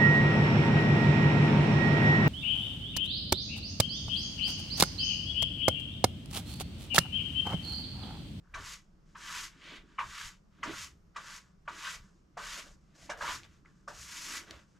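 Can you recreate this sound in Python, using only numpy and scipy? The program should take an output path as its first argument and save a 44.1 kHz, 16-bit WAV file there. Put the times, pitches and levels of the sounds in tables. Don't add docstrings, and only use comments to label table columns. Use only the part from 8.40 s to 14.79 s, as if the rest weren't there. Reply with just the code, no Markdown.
import sys
import numpy as np
from scipy import signal
from scipy.fft import rfft, irfft, next_fast_len
from scipy.io import wavfile
from scipy.ndimage import uniform_filter1d

SR = 44100
rng = np.random.default_rng(int(sys.argv[2]) if len(sys.argv) > 2 else 0)


def convert_level_to_amplitude(level_db):
    exponent = np.asarray(level_db, float) / 20
    return 10 ** exponent


def master(y):
    cut = np.clip(np.atleast_2d(y).T, -1, 1)
    pcm = np.round(cut * 32767)
    wavfile.write(sys.argv[1], SR, pcm.astype(np.int16))


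N = 281799

# touch t/s, lift t/s, full-speed dust level/dB, rasp re dust/dB, chatter re dust/dB
STROKES = [(0.152, 0.346, -50, 2, -3), (0.762, 1.052, -46, 3, -2), (1.142, 1.377, -64.5, 17.5, 6.5),
           (1.592, 1.891, -50.5, -6.5, -9.5), (2.244, 2.457, -48, 2, -5), (2.762, 2.98, -53, 2.5, -1.5),
           (3.281, 3.555, -49.5, 4, -0.5), (3.971, 4.205, -48, 4, -2.5), (4.539, 4.666, -60, -6.5, -30),
           (4.768, 4.96, -46, 2.5, 1), (5.492, 5.986, -46, -1, -9)]
# start t/s, end t/s, dust level/dB, rasp re
# dust/dB, chatter re dust/dB
PUSHES = [
    (0.8, 0.95, -59, 12, 5),
    (1.07, 1.17, -77, 13, 10),
    (3.0, 3.12, -80, 2, 6.5),
    (3.99, 4.15, -53, 1.5, -3),
    (4.21, 4.3, -62, -2, -3),
    (4.29, 4.36, -73, -7, -4.5),
    (5.53, 5.7, -55, -4, -9),
    (5.88, 6.0, -48, -4, -5.5),
    (0.26, 0.35, -55, 3, -2),
]
# touch t/s, lift t/s, dust level/dB, rasp re dust/dB, chatter re dust/dB
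SIFTS = [(0.025, 0.156, -95.5, 10, 22.5), (0.653, 0.77, -80, 2, 2), (1.434, 1.612, -79.5, 11, 9.5),
         (2.104, 2.25, -84.5, 11, 10), (2.742, 2.777, -79.5, 17, 18), (3.247, 3.284, -86.5, 9, 15),
         (3.71, 3.817, -83.5, -2.5, -10), (3.542, 3.713, -74, -1, 2.5), (4.4, 4.567, -85.5, 4, -4),
         (5.034, 5.065, -68, 10.5, 2.5), (5.08, 5.2, -78, 5.5, 2), (5.245, 5.314, -79.5, 4, 10),
         (5.3, 5.47, -82.5, -1, 2), (6.06, 6.2, -68, 10, 3), (6.153, 6.275, -80.5, -8, 3),
         (6.272, 6.346, -81.5, 1, -11), (6.341, 6.388, -82, 3, 7)]
# t/s, length/s, rasp level/dB, chatter level/dB, groan level/dB
JUDDERS = [(0.93, 0.043, -77, -63, -93), (1.0, 0.012, -55, -72, -86), (1.33, 0.085, -87.5, -69.5, -61),
           (1.8, 0.09, -46.5, -51.5, -89), (2.29, 0.046, -48.5, -54.5, -50), (3.465, 0.03, -48, -51, -65),
           (3.56, 0.027, -79, -87, -62.5), (4.19, 0.025, -64, -66, -54.5),
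           (4.64, 0.08, -65.5, -68.5, -65.5), (4.785, .012, -85, -67, -53.5), (4.825, 0.015, -60, -54, -50),
           (4.895, 0.04, -50, -52, -55.5), (5.95, 0.063, -50, -54.5, -64), (6.12, 0.07, -70, -65, -59),
           (4.28, 0.036, -70, -83, -60.5), (5.045, 0.025, -74, -83, -64), (0.18, 0.032, -58, -55, -54),
           (4.03, 0.049, -61, -64, -64)]
# t/s, length/s, level/dB
HUMS = [
    (1.63, 0.018, -48),
    (4.0, 0.02, -64),
    (4.838, 0.01, -46),
    (4.9, 0.03, -50),
    (0.96, 0.035, -62),
    (2.25, 0.019, -56),
]
# t/s, blow level/dB, low modes level/dB, high modes level/dB, edge tick level/dB
TAPS = [(0.14, -27.5, -33, -4, -11.5), (0.751, -37.5, -45, -24, -27), (1.587, -19, -29, -14, -30),
        (2.186, -60, -25, -5, -15), (2.231, -20.5, -43, -10, -13.5), (2.761, -26, -24.5, -16.5, -13),
        (3.278, -24.5, -25.5, -24.5, -30), (3.971, -28.5, -15.5, -31, -15), (4.551, -65, -24, 3, 9.5),
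        (4.696, -23, -12, -18.5, -11.5), (4.809, -25, -29, -26, -18), (5.477, -32.5, -13, -40, -9.5)]
# t/s, blow level/dB, low modes level/dB, high modes level/dB, edge tick level/dB
GRAZES = [
    (1.582, -29, -37, -8, -26),
]
# t/s, level/dB, f/Hz
BOUNCES = [(0.1422, -43.6, 1485), (0.1427, -41.0, 2411), (0.1487, -38.9, 1593), (0.1556, -41.5, 1550),
           (0.1566, -39.7, 1098), (0.1641, -41.1, 1098), (0.1701, -41.2, 1636), (0.7553, -43.4, 1205),
           (0.7603, -45.2, 1119), (0.7707, -49.6, 1291), (1.5889, -38.3, 2325), (1.5904, -25.1, 1141),
           (1.5929, -39.1, 2002), (1.5969, -35.0, 1399), (1.6004, -33.8, 1119), (1.6059, -30.9, 1055),
           (1.6118, -30.8, 1055), (1.6248, -35.5, 1055), (1.6318, -36.6, 1119), (2.2319, -36.0, 1636),
           (2.2324, -41.7, 3014), (2.2324, -32.9, 2024), (2.2374, -30.0, 1184), (2.2384, -40.6, 2045),
           (2.2489, -38.2, 1076), (2.7642, -45.7, 2411), (2.7657, -34.2, 1184), (2.7712, -43.8, 1701),
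           (2.7777, -42.1, 1442), (2.7827, -39.4, 1055), (3.2795, -44.3, 2347), (3.28, -33.6, 1442),
           (3.29, -41.4, 1012), (3.2965, -42.5, 1399), (3.2965, -41.5, 1012), (3.4482, -39.1, 1894),
           (3.4766, -36.9, 1571), (3.4896, -38.8, 1571), (3.9725, -40.2, 1378), (3.974, -39.2, 990),
           (3.977, -39.6, 732), (3.9854, -41.9, 1184), (4.0074, -41.5, 1055), (4.6943, -40.4, 925),
           (4.6998, -35.5, 645), (4.7008, -36.9, 1119), (4.7033, -37.1, 1722), (4.7118, -37.9, 1550),
           (4.7193, -36.6, 1614), (4.8131, -36.0, 1658), (4.8225, -33.5, 1614), (4.836, -33.2, 990),
           (4.8445, -33.5, 1012), (4.8779, -38.0, 2196), (4.8799, -33.0, 1141), (4.8894, -34.0, 1033),
           (4.8994, -35.1, 1033), (4.9083, -34.5, 1033), (5.479, -38.5, 1184), (5.4835, -43.2, 581)]
# t/s, level/dB, f/Hz
TOUCHES = [(0.048, -67, 1350), (0.075, -66, 1440), (2.187, -62, 1340), (2.227, -52, 2100),
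           (2.757, -56, 1320), (3.268, -58, 1130), (3.468, -40, 1600), (4.553, -62, 1760),
           (4.922, -38, 1500), (5.2501, -57, 1313), (5.2595, -56, 2060), (5.261, -60, 1421),
           (5.4845, -46, 1500), (5.491, -42, 1100), (5.505, -46, 1250), (6.076, -58, 1560),
           (6.364, -69, 1500), (1.5865, -30, 1200), (1.6175, -35, 1150), (1.642, -39, 1150),
           (1.598, -41, 2900), (1.609, -42, 2250), (4.8125, -38, 1150), (4.826, -39, 1050),
           (4.705, -47, 3700), (4.715, -42, 800), (4.745, -48, 700), (3.283, -42, 880), (5.515, -48, 900),
           (5.53, -50, 800), (0.146, -48, 3900), (2.269, -42, 1200), (4.19, -52, 380), (4.63, -56, 680),
           (4.717, -46, 2900), (4.735, -46, 950), (1.583, -46, 1700), (1.604, -40, 2600),
           (0.187, -44, 1150), (3.998, -44, 1400), (1.813, -40, 1600)]
# t/s, peak level/dB, length/s
SNAPS = [
    (5.034, -33, 0.0012),
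    (6.1096, -27, 0.0018),
    (4.5525, -48, .001),
]
# t/s, length/s, heel thud level/dB, scuff level/dB
STEPS = [(0.2, 0.064, -51, -73), (0.94, 0.2, -69, -72.5), (1.38, 0.15, -91, -67), (1.67, 0.042, -56.5, -68),
         (1.87, 0.03, -57.5, -88), (2.29, 0.05, -60.5, -50.5), (2.43, 0.28, -62.5, -85),
         (3.33, 0.044, -66, -60), (3.62, 0.042, -60.5, -99), (4.21, 0.046, -68, -58.5),
         (4.62, 0.078, -68, -77), (4.71, 0.035, -79, -59.5), (4.92, 0.079, -57, -61),
         (5.08, 0.12, -61, -80), (5.61, .07, -57.5, -98), (5.97, 0.19, -71.5, -64.5),
         (6.16, 0.059, -58.5, -71)]
# t/s, length/s, level/dB
GUSTS = [(0.21, 0.19, -55), (1.04, 0.044, -58), (1.4, 0.031, -57), (1.67, 0.054, -59), (1.87, 0.023, -49.5),
         (2.33, 0.06, -59.5), (3.25, .07, -60), (3.61, 0.064, -57), (4.1, 0.084, -56), (4.34, 0.045, -58),
         (4.66, .07, -60), (4.92, 0.031, -56), (5.07, 0.049, -73), (5.6, 0.12, -63), (5.96, 0.16, -67.5),
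         (0.75, 0.28, -64)]

# f/Hz, level/dB, t60 share of the ring
TIMBER = [(1004, 1, 1.9), (925, -4.5, 1.9), (1144, -14, 0.3), (1202, 5.5, 1), (1230, 0.5, 1.3)]
# f/Hz, level/dB, t60 share of the ring
TIMBER_LOW = [(495, -3, 0.25), (540, -4.5, 0.35), (584, 7, 1), (690, 18.5, 0.68), (768, -6, .6),
              (816, 5, .6)]
# f/Hz, level/dB, t60 share of the ring
TIMBER_MID = [(1316, -3.5, 1), (1340, -1.5, 0.29), (1564, 2.5, 0.3), (1481, 6, 0.36), (1700, -12, 0.86),
              (1776, 13, 0.31)]
# f/Hz, level/dB, t60 share of the ring
TIMBER_HIGH = [(1930, 5, 1), (2068, 10, 0.81), (2290, 13, 0.76), (2510, -2, 1), (2666, -1.5, 1.7),
               (2900, 2, 1), (3570, -19, 0.5)]

# f/Hz, level/dB per Hz
FIZZ = [(3500, -24.5), (4800, -8), (6700, -6), (7800, -11), (9200, -22), (11000, -38), (13500, -58)]
# f/Hz, level/dB per Hz
RASP = [(1400, -59), (1900, 0.5), (2400, -2.5), (3000, -2.5), (3700, -5), (4600, -13.5), (6000, -35),
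        (9000, -69)]
# f/Hz, level/dB per Hz
SPARKLE = [(7500, -49), (9000, -5.5), (10500, -4), (12100, -4.5), (13200, -9), (14300, -15), (15500, -27)]
# f/Hz, level/dB per Hz
CHATTER = [(600, -74), (820, -12), (1000, 3.5), (1300, 6), (1600, 7), (1800, 2.5), (2300, -26), (5000, -62)]
# f/Hz, level/dB per Hz
GROAN = [(380, -11.5), (500, -0.5), (670, 1.5), (830, -10), (1000, -34.5)]
# f/Hz, level/dB per Hz
HUM = [(900, -37), (975, -3), (1005, -4), (1040, -1), (1120, -53)]
# f/Hz, level/dB per Hz
TICK = [(1500, -28), (3000, -9), (5500, 14), (7500, 8), (10000, -6), (15000, -34.5)]
# f/Hz, level/dB
KNOCK_CUT = [(600, -36), (930, 0), (3200, 0), (4300, -24)]
# f/Hz, level/dB
LOW_CUT = [(280, -36), (470, 0), (900, 0), (1300, -20)]
# f/Hz, level/dB per Hz
SNAP = [(900, -30), (1600, 0), (3000, 5.5), (6500, 0), (9000, -20), (15000, -40)]
# f/Hz, level/dB per Hz
SCUFF = [(80, -37), (150, -3), (230, 7.5), (300, 12), (420, 4.5), (560, -85)]
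# f/Hz, level/dB per Hz
THUD = [(45, -32), (62, 18.5), (100, 6), (135, 11.5), (170, -37.5)]
# f/Hz, t60/s
SHED = [(300, 0.18), (1000, 0.18), (3000, 0.1), (8000, 0.074), (15000, 0.24)]
# f/Hz, level/dB
SIDEWAYS = [(200, -9.5), (600, -1.5), (1200, -5.5), (2500, 4.5), (5000, 0.5), (9000, -1.5), (13000, -0.5)]
# f/Hz, left re right/dB
BALANCE_DB = [(60, -23.5), (110, -1.5), (200, -4), (380, -2), (700, -1.2), (1290, 0.0), (2380, 0),
              (4400, 0.0), (8120, 2), (15000, -0.5)]
# f/Hz, level/dB per Hz
BUFFET = [(10, -13), (22, 22.5), (35, 23.5), (55, 17), (75, -49.5)]
# f/Hz, level/dB per Hz
AIR = [(90, -18), (125, -20.5), (160, 15), (215, -19), (330, -10), (560, -16), (800, -20), (1250, -17),
       (1900, -26), (3900, -33.5), (5600, -29), (7400, -36), (9500, -45), (13000, -76.5)]
# f/Hz, correlation
AIR_SAME = [(60, 1), (130, 1), (290, 0.28), (640, 0.11), (1410, 0.14), (3100, 0.18), (6820, 0.71),
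            (15000, 0.057)]

# (top as share of stroke, climb/dB, sag/dB)
DUST_ARCH, RASP_ARCH, CHATTER_ARCH = (0.95, 19.8, 3.7), (0.76, 30, 3.5), (0.62, 30, 4.3)
SIFT_ARCH = (0.54, 9.8, 7.3)
ARCH_POWER, TOUCH_S = 2.15, 0.0079
LIFT_DB_PER_S, TRICKLE_DB, TRICKLE_DB_PER_S = 312, -41.5, 102
# (level/dB at a -27 dB blow, share of blow dB, fall/dB per s)
SETTLE_DUST, SETTLE_RASP = (-66.5, 1, 290), (-48.5, 0.72, 224)
SETTLE_CHATTER, SETTLE_GROAN = (-43, 0.6, 260), (-41.5, 0.21, 160)


def evened(x):
    return x / np.sqrt(np.mean(x ** 2) + 1e-20)


def read(points, hz):
    f, value = np.transpose(points)
    return np.interp(np.log(hz + 1), np.log(f + 1), value)


def add(mix, s, sound):
    part = mix[round(s * SR):][:len(sound)]
    part += sound[:len(part)]


def colour(x, points, share=1):
    length = x.shape[-1]
    size = next_fast_len(length)
    gain = convert_level_to_amplitude(share * read(points, np.fft.rfftfreq(size, 1 / SR)))
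    return irfft(rfft(x, size) * gain, size)[..., :length]


def swells(rows, column):
    t = np.arange(0, N, 32) / SR
    slow = sum(convert_level_to_amplitude(row[column]) * np.exp(-((t - row[0]) / row[1]) ** 2) for row in rows)
    return np.interp(np.arange(N) / SR, t, slow)


def stroked(rows, arch, column):
    top, climb_db, sag_db = arch
    out = np.zeros(N)
    for row in rows:
        length = row[1] - row[0]
        t = np.arange(0, length + .5, 1 / SR)
        u, after = np.minimum(t / length, 1), np.maximum(t - length, 0)
        climb = -climb_db * abs(1 - u / top) ** ARCH_POWER
        sag = -sag_db * ((u - top) / (1 - top)) ** 2
        arc_db = np.where(u < top, climb, sag)
        lift = convert_level_to_amplitude(-LIFT_DB_PER_S * after) + convert_level_to_amplitude(TRICKLE_DB - TRICKLE_DB_PER_S * after)
        over_db = row[column] if column > 2 else 0
        add(out, row[0], convert_level_to_amplitude(row[2] + over_db + arc_db) * lift * np.minimum(t / TOUCH_S, 1))
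    return out


def moving(arch, column):
    return np.hypot(stroked(STROKES, arch, column), stroked(list(PUSHES) + list(SIFTS), SIFT_ARCH, column))


def settling(rule, low_share=0):
    db, share, fall_db_per_s = rule
    out, t = np.zeros(N), np.arange(0, .3, 1 / SR)
    for s, blow_db, low_db, *_ in TAPS:
        level_db = db + share * (blow_db + 27) + min(blow_db + 50, 0) + low_share * low_db
        add(out, s, convert_level_to_amplitude(level_db - fall_db_per_s * t) * np.minimum(t / TOUCH_S, 1))
    return out


def louder(modes, by_db):
    return [(hz, db + by_db, share) for hz, db, share in modes]


def ring(modes, t60_s, strike_db, detune):
    hz, db, share = np.transpose(modes)[:, :, None]
    t = np.maximum(np.arange(12000) / SR - .001, 0)
    decay = convert_level_to_amplitude(db + strike_db[:, None] - 60 * t / (share * t60_s))
    return (decay * np.sin(2 * np.pi * hz * detune[:, None] * t)).sum(0)


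def grit(per_s, spread_db, clump_db, clump_s):
    size = convert_level_to_amplitude(spread_db * np.minimum(rng.exponential(1, N), 5)) * rng.standard_normal(N)
    clumps = evened(uniform_filter1d(rng.standard_normal(N), max(int(clump_s * SR), 2)))
    return size * (rng.random(N) < per_s / SR) * convert_level_to_amplitude(clump_db * clumps)


def dust_grains():
    fizz = moving(DUST_ARCH, column=2) + settling(SETTLE_DUST) + convert_level_to_amplitude(-99)
    rasp = moving(RASP_ARCH, column=3) + settling(SETTLE_RASP) + swells(JUDDERS, column=2)
    dust = grit(14000, 0.51, 0.8, 0.015)
    grains = fizz * evened(colour(dust, FIZZ)) + convert_level_to_amplitude(-4.44) * rasp * evened(colour(dust, RASP))
    finest = convert_level_to_amplitude(-13.5) * fizz * (fizz / convert_level_to_amplitude(-48.5)) ** 0.32
    return grains + finest * evened(colour(dust, SPARKLE))


def blade_chatter():
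    steady = moving(CHATTER_ARCH, column=4)
    shake = steady + settling(SETTLE_CHATTER) + swells(JUDDERS, column=3)
    flex = convert_level_to_amplitude(-26) * steady + settling(SETTLE_GROAN, low_share=0.54)
    flex = flex + swells(JUDDERS, column=4) + convert_level_to_amplitude(-88.5)
    slips = grit(5000, 1.1, 0.82, 0.012)
    modes = list(TIMBER) + list(TIMBER_MID)
    body = ring(modes, 0.23, np.zeros(len(modes)), np.ones(len(modes)))
    rung = colour(signal.oaconvolve(slips, body)[:N], CHATTER, 0.37)
    chatter = evened(colour(slips, CHATTER)) + 0.18 * evened(rung)
    groan = convert_level_to_amplitude(-4.5) * flex * evened(colour(slips, GROAN))
    hum = swells(HUMS, column=2) * evened(colour(slips, HUM))
    return shake * evened(chatter) + groan + hum


def taps(contact_s=0.0033, settle_s=0.039, ring_s=0.025):
    out, rows, count = np.zeros(N), list(TAPS) + list(GRAZES), len(TIMBER_LOW)
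    total = count + len(TIMBER) + len(TIMBER_MID) + len(TIMBER_HIGH)
    spots = rng.standard_normal((len(rows), 2, total))
    rough = rng.standard_normal((len(rows), 2, 4096))
    t = np.arange(4096) / SR
    blow = (t / contact_s * np.exp(1 - t / contact_s)) ** 2
    landing = blow + 0.5 * np.exp(-t / settle_s) * (1 - np.exp(-t / contact_s))
    tick_shape = np.exp(-t / 0.016) * (1 - np.exp(-t / 0.0073))
    fade = np.hanning(18000)[9000:]
    for (s, db, low_db, high_db, tick_db), (strike, tune), (a, b) in zip(rows, spots, rough):
        strike_db, detune = 2.4 * strike, 1 + 0.0099 * tune
        mid = louder(TIMBER_MID, 3 + 0.75 * high_db)
        stiff = list(TIMBER) + mid + louder(TIMBER_HIGH, high_db + 8.0)
        deep = ring(louder(TIMBER_LOW, low_db + 4), ring_s, strike_db[:count], detune[:count])
        high = ring(stiff, ring_s, strike_db[count:], detune[count:])
        modes = colour(high, KNOCK_CUT) + colour(deep, LOW_CUT)
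        knock = signal.fftconvolve(a * landing, modes[:9000] * fade)
        tick = colour(b * tick_shape, TICK)[:3400]
        add(out, s - .0035, convert_level_to_amplitude(db - 9) * knock / abs(knock).max())
        add(out, s - .0004, convert_level_to_amplitude(db + tick_db - 4.6) * tick / abs(tick).max())
    return out


def bounces(rise_s=.0021, level_db=1):
    out, rows, u = np.zeros(N), list(BOUNCES) + list(TOUCHES), np.arange(1200) / SR / rise_s
    swell = (u * np.exp(1 - u)) ** 1.7
    for (s, db, hz), (phase, sag) in zip(rows, rng.random((len(rows), 2))):
        turns = np.cumsum(hz * (1 - .02 * sag * (u - 1))) / SR + phase
        add(out, s - .8 * rise_s, convert_level_to_amplitude(db + level_db) * swell * np.sin(2 * np.pi * turns))
    return out


def snaps():
    out, t = np.zeros(N), np.arange(2048) / SR
    for (s, db, length), crack in zip(SNAPS, rng.standard_normal((len(SNAPS), 2048))):
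        snap = colour(crack * np.exp(-t / max(length, .0003)), SNAP)[:1400]
        add(out, s - .0005, convert_level_to_amplitude(db - 5.5) * snap / abs(snap).max())
    return out


def squeak(at_s=5.2475, level_db=-64, from_hz=1250, to_hz=2150, length_s=.024):
    out, t = np.zeros(N), np.arange(2048) / SR
    u = np.clip(t / length_s, 0, 1)
    turns = np.cumsum(from_hz + (to_hz - from_hz) * np.minimum(u / .5, 1)) / SR
    wobble = .9 + .7 * evened(colour(rng.standard_normal(len(t)), [(350, 0), (900, -50)]))
    partials = [(1, 0), (.62, -7), (1.42, -15)]
    tones = sum(convert_level_to_amplitude(db) * np.sin(2 * np.pi * ratio * turns) for ratio, db in partials)
    add(out, at_s, convert_level_to_amplitude(level_db) * tones * wobble * np.sin(np.pi * u ** .6) ** .6)
    return out


def boot_scuffs():
    return (swells(STEPS, column=3) + convert_level_to_amplitude(-77)) * evened(colour(grit(3000, 1.0, 3.4, 0.044), SCUFF))


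def shed(x):
    echoes = np.zeros((2, 22000))
    at = np.arange(120, 21980, 20) + rng.integers(0, 20, (2, 1093))
    np.put_along_axis(echoes, at, rng.choice([-1., 1.], at.shape), 1)
    hz, t, z = signal.stft(echoes, SR, nperseg=256)
    t60_s = np.maximum(read(SHED, hz), .02)[:, None]
    tail = signal.istft(z * convert_level_to_amplitude(-60 * t / t60_s), SR, nperseg=256)[1]
    shared, opposed = signal.fftconvolve(x[None], tail / np.linalg.norm(tail[0]), axes=1)[:, :N]
    return shared + np.array([[1], [-1]]) * colour(opposed, SIDEWAYS)


def breeze_and_heels():
    both, *own = rng.standard_normal((3, N))
    push = both + .12 * np.array(own)
    buffet = np.hypot(swells(GUSTS, column=2), convert_level_to_amplitude(-68)) * evened(colour(push, BUFFET))
    return buffet + np.hypot(swells(STEPS, column=2), convert_level_to_amplitude(-71)) * evened(colour(push, THUD))


def woods():
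    frames, hz = N // 256 + 5, np.fft.rfftfreq(1024, 1 / SR)
    a, b, c, d, patches = rng.standard_normal((frames, 513, 5)).T
    patches = evened(uniform_filter1d(uniform_filter1d(patches, 8, axis=0), 16, axis=1))
    same = np.clip(read(AIR_SAME, hz), -1, 1)[:, None]
    left = a + 1j * b
    right = same * left + np.sqrt(1 - same ** 2) * (c + 1j * d)
    z = np.array([left, right]) * convert_level_to_amplitude(read(AIR, hz)[:, None] + 0.69 * patches)
    return convert_level_to_amplitude(-65.5) * evened(signal.istft(z, nperseg=1024, noverlap=768)[1][:, :N])


def scene():
    work = dust_grains() + blade_chatter() + taps() + bounces() + snaps() + squeak() + boot_scuffs()
    near = work + convert_level_to_amplitude(-10) * shed(work)
    sided = np.array([colour(near[0], BALANCE_DB, .5), colour(near[1], BALANCE_DB, -.5)])
    return sided + breeze_and_heels() + woods()


def roll_off(x):
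    return signal.sosfilt(signal.butter(12, 15660, fs=SR, output="sos"), x)


def record(dry):
    edge = signal.firwin(511, 14980, window=("kaiser", 9), fs=SR)
    mix = signal.oaconvolve(dry, edge[None], "same")
    return roll_off(mix)


dry = scene()
out = record(dry)
master(out)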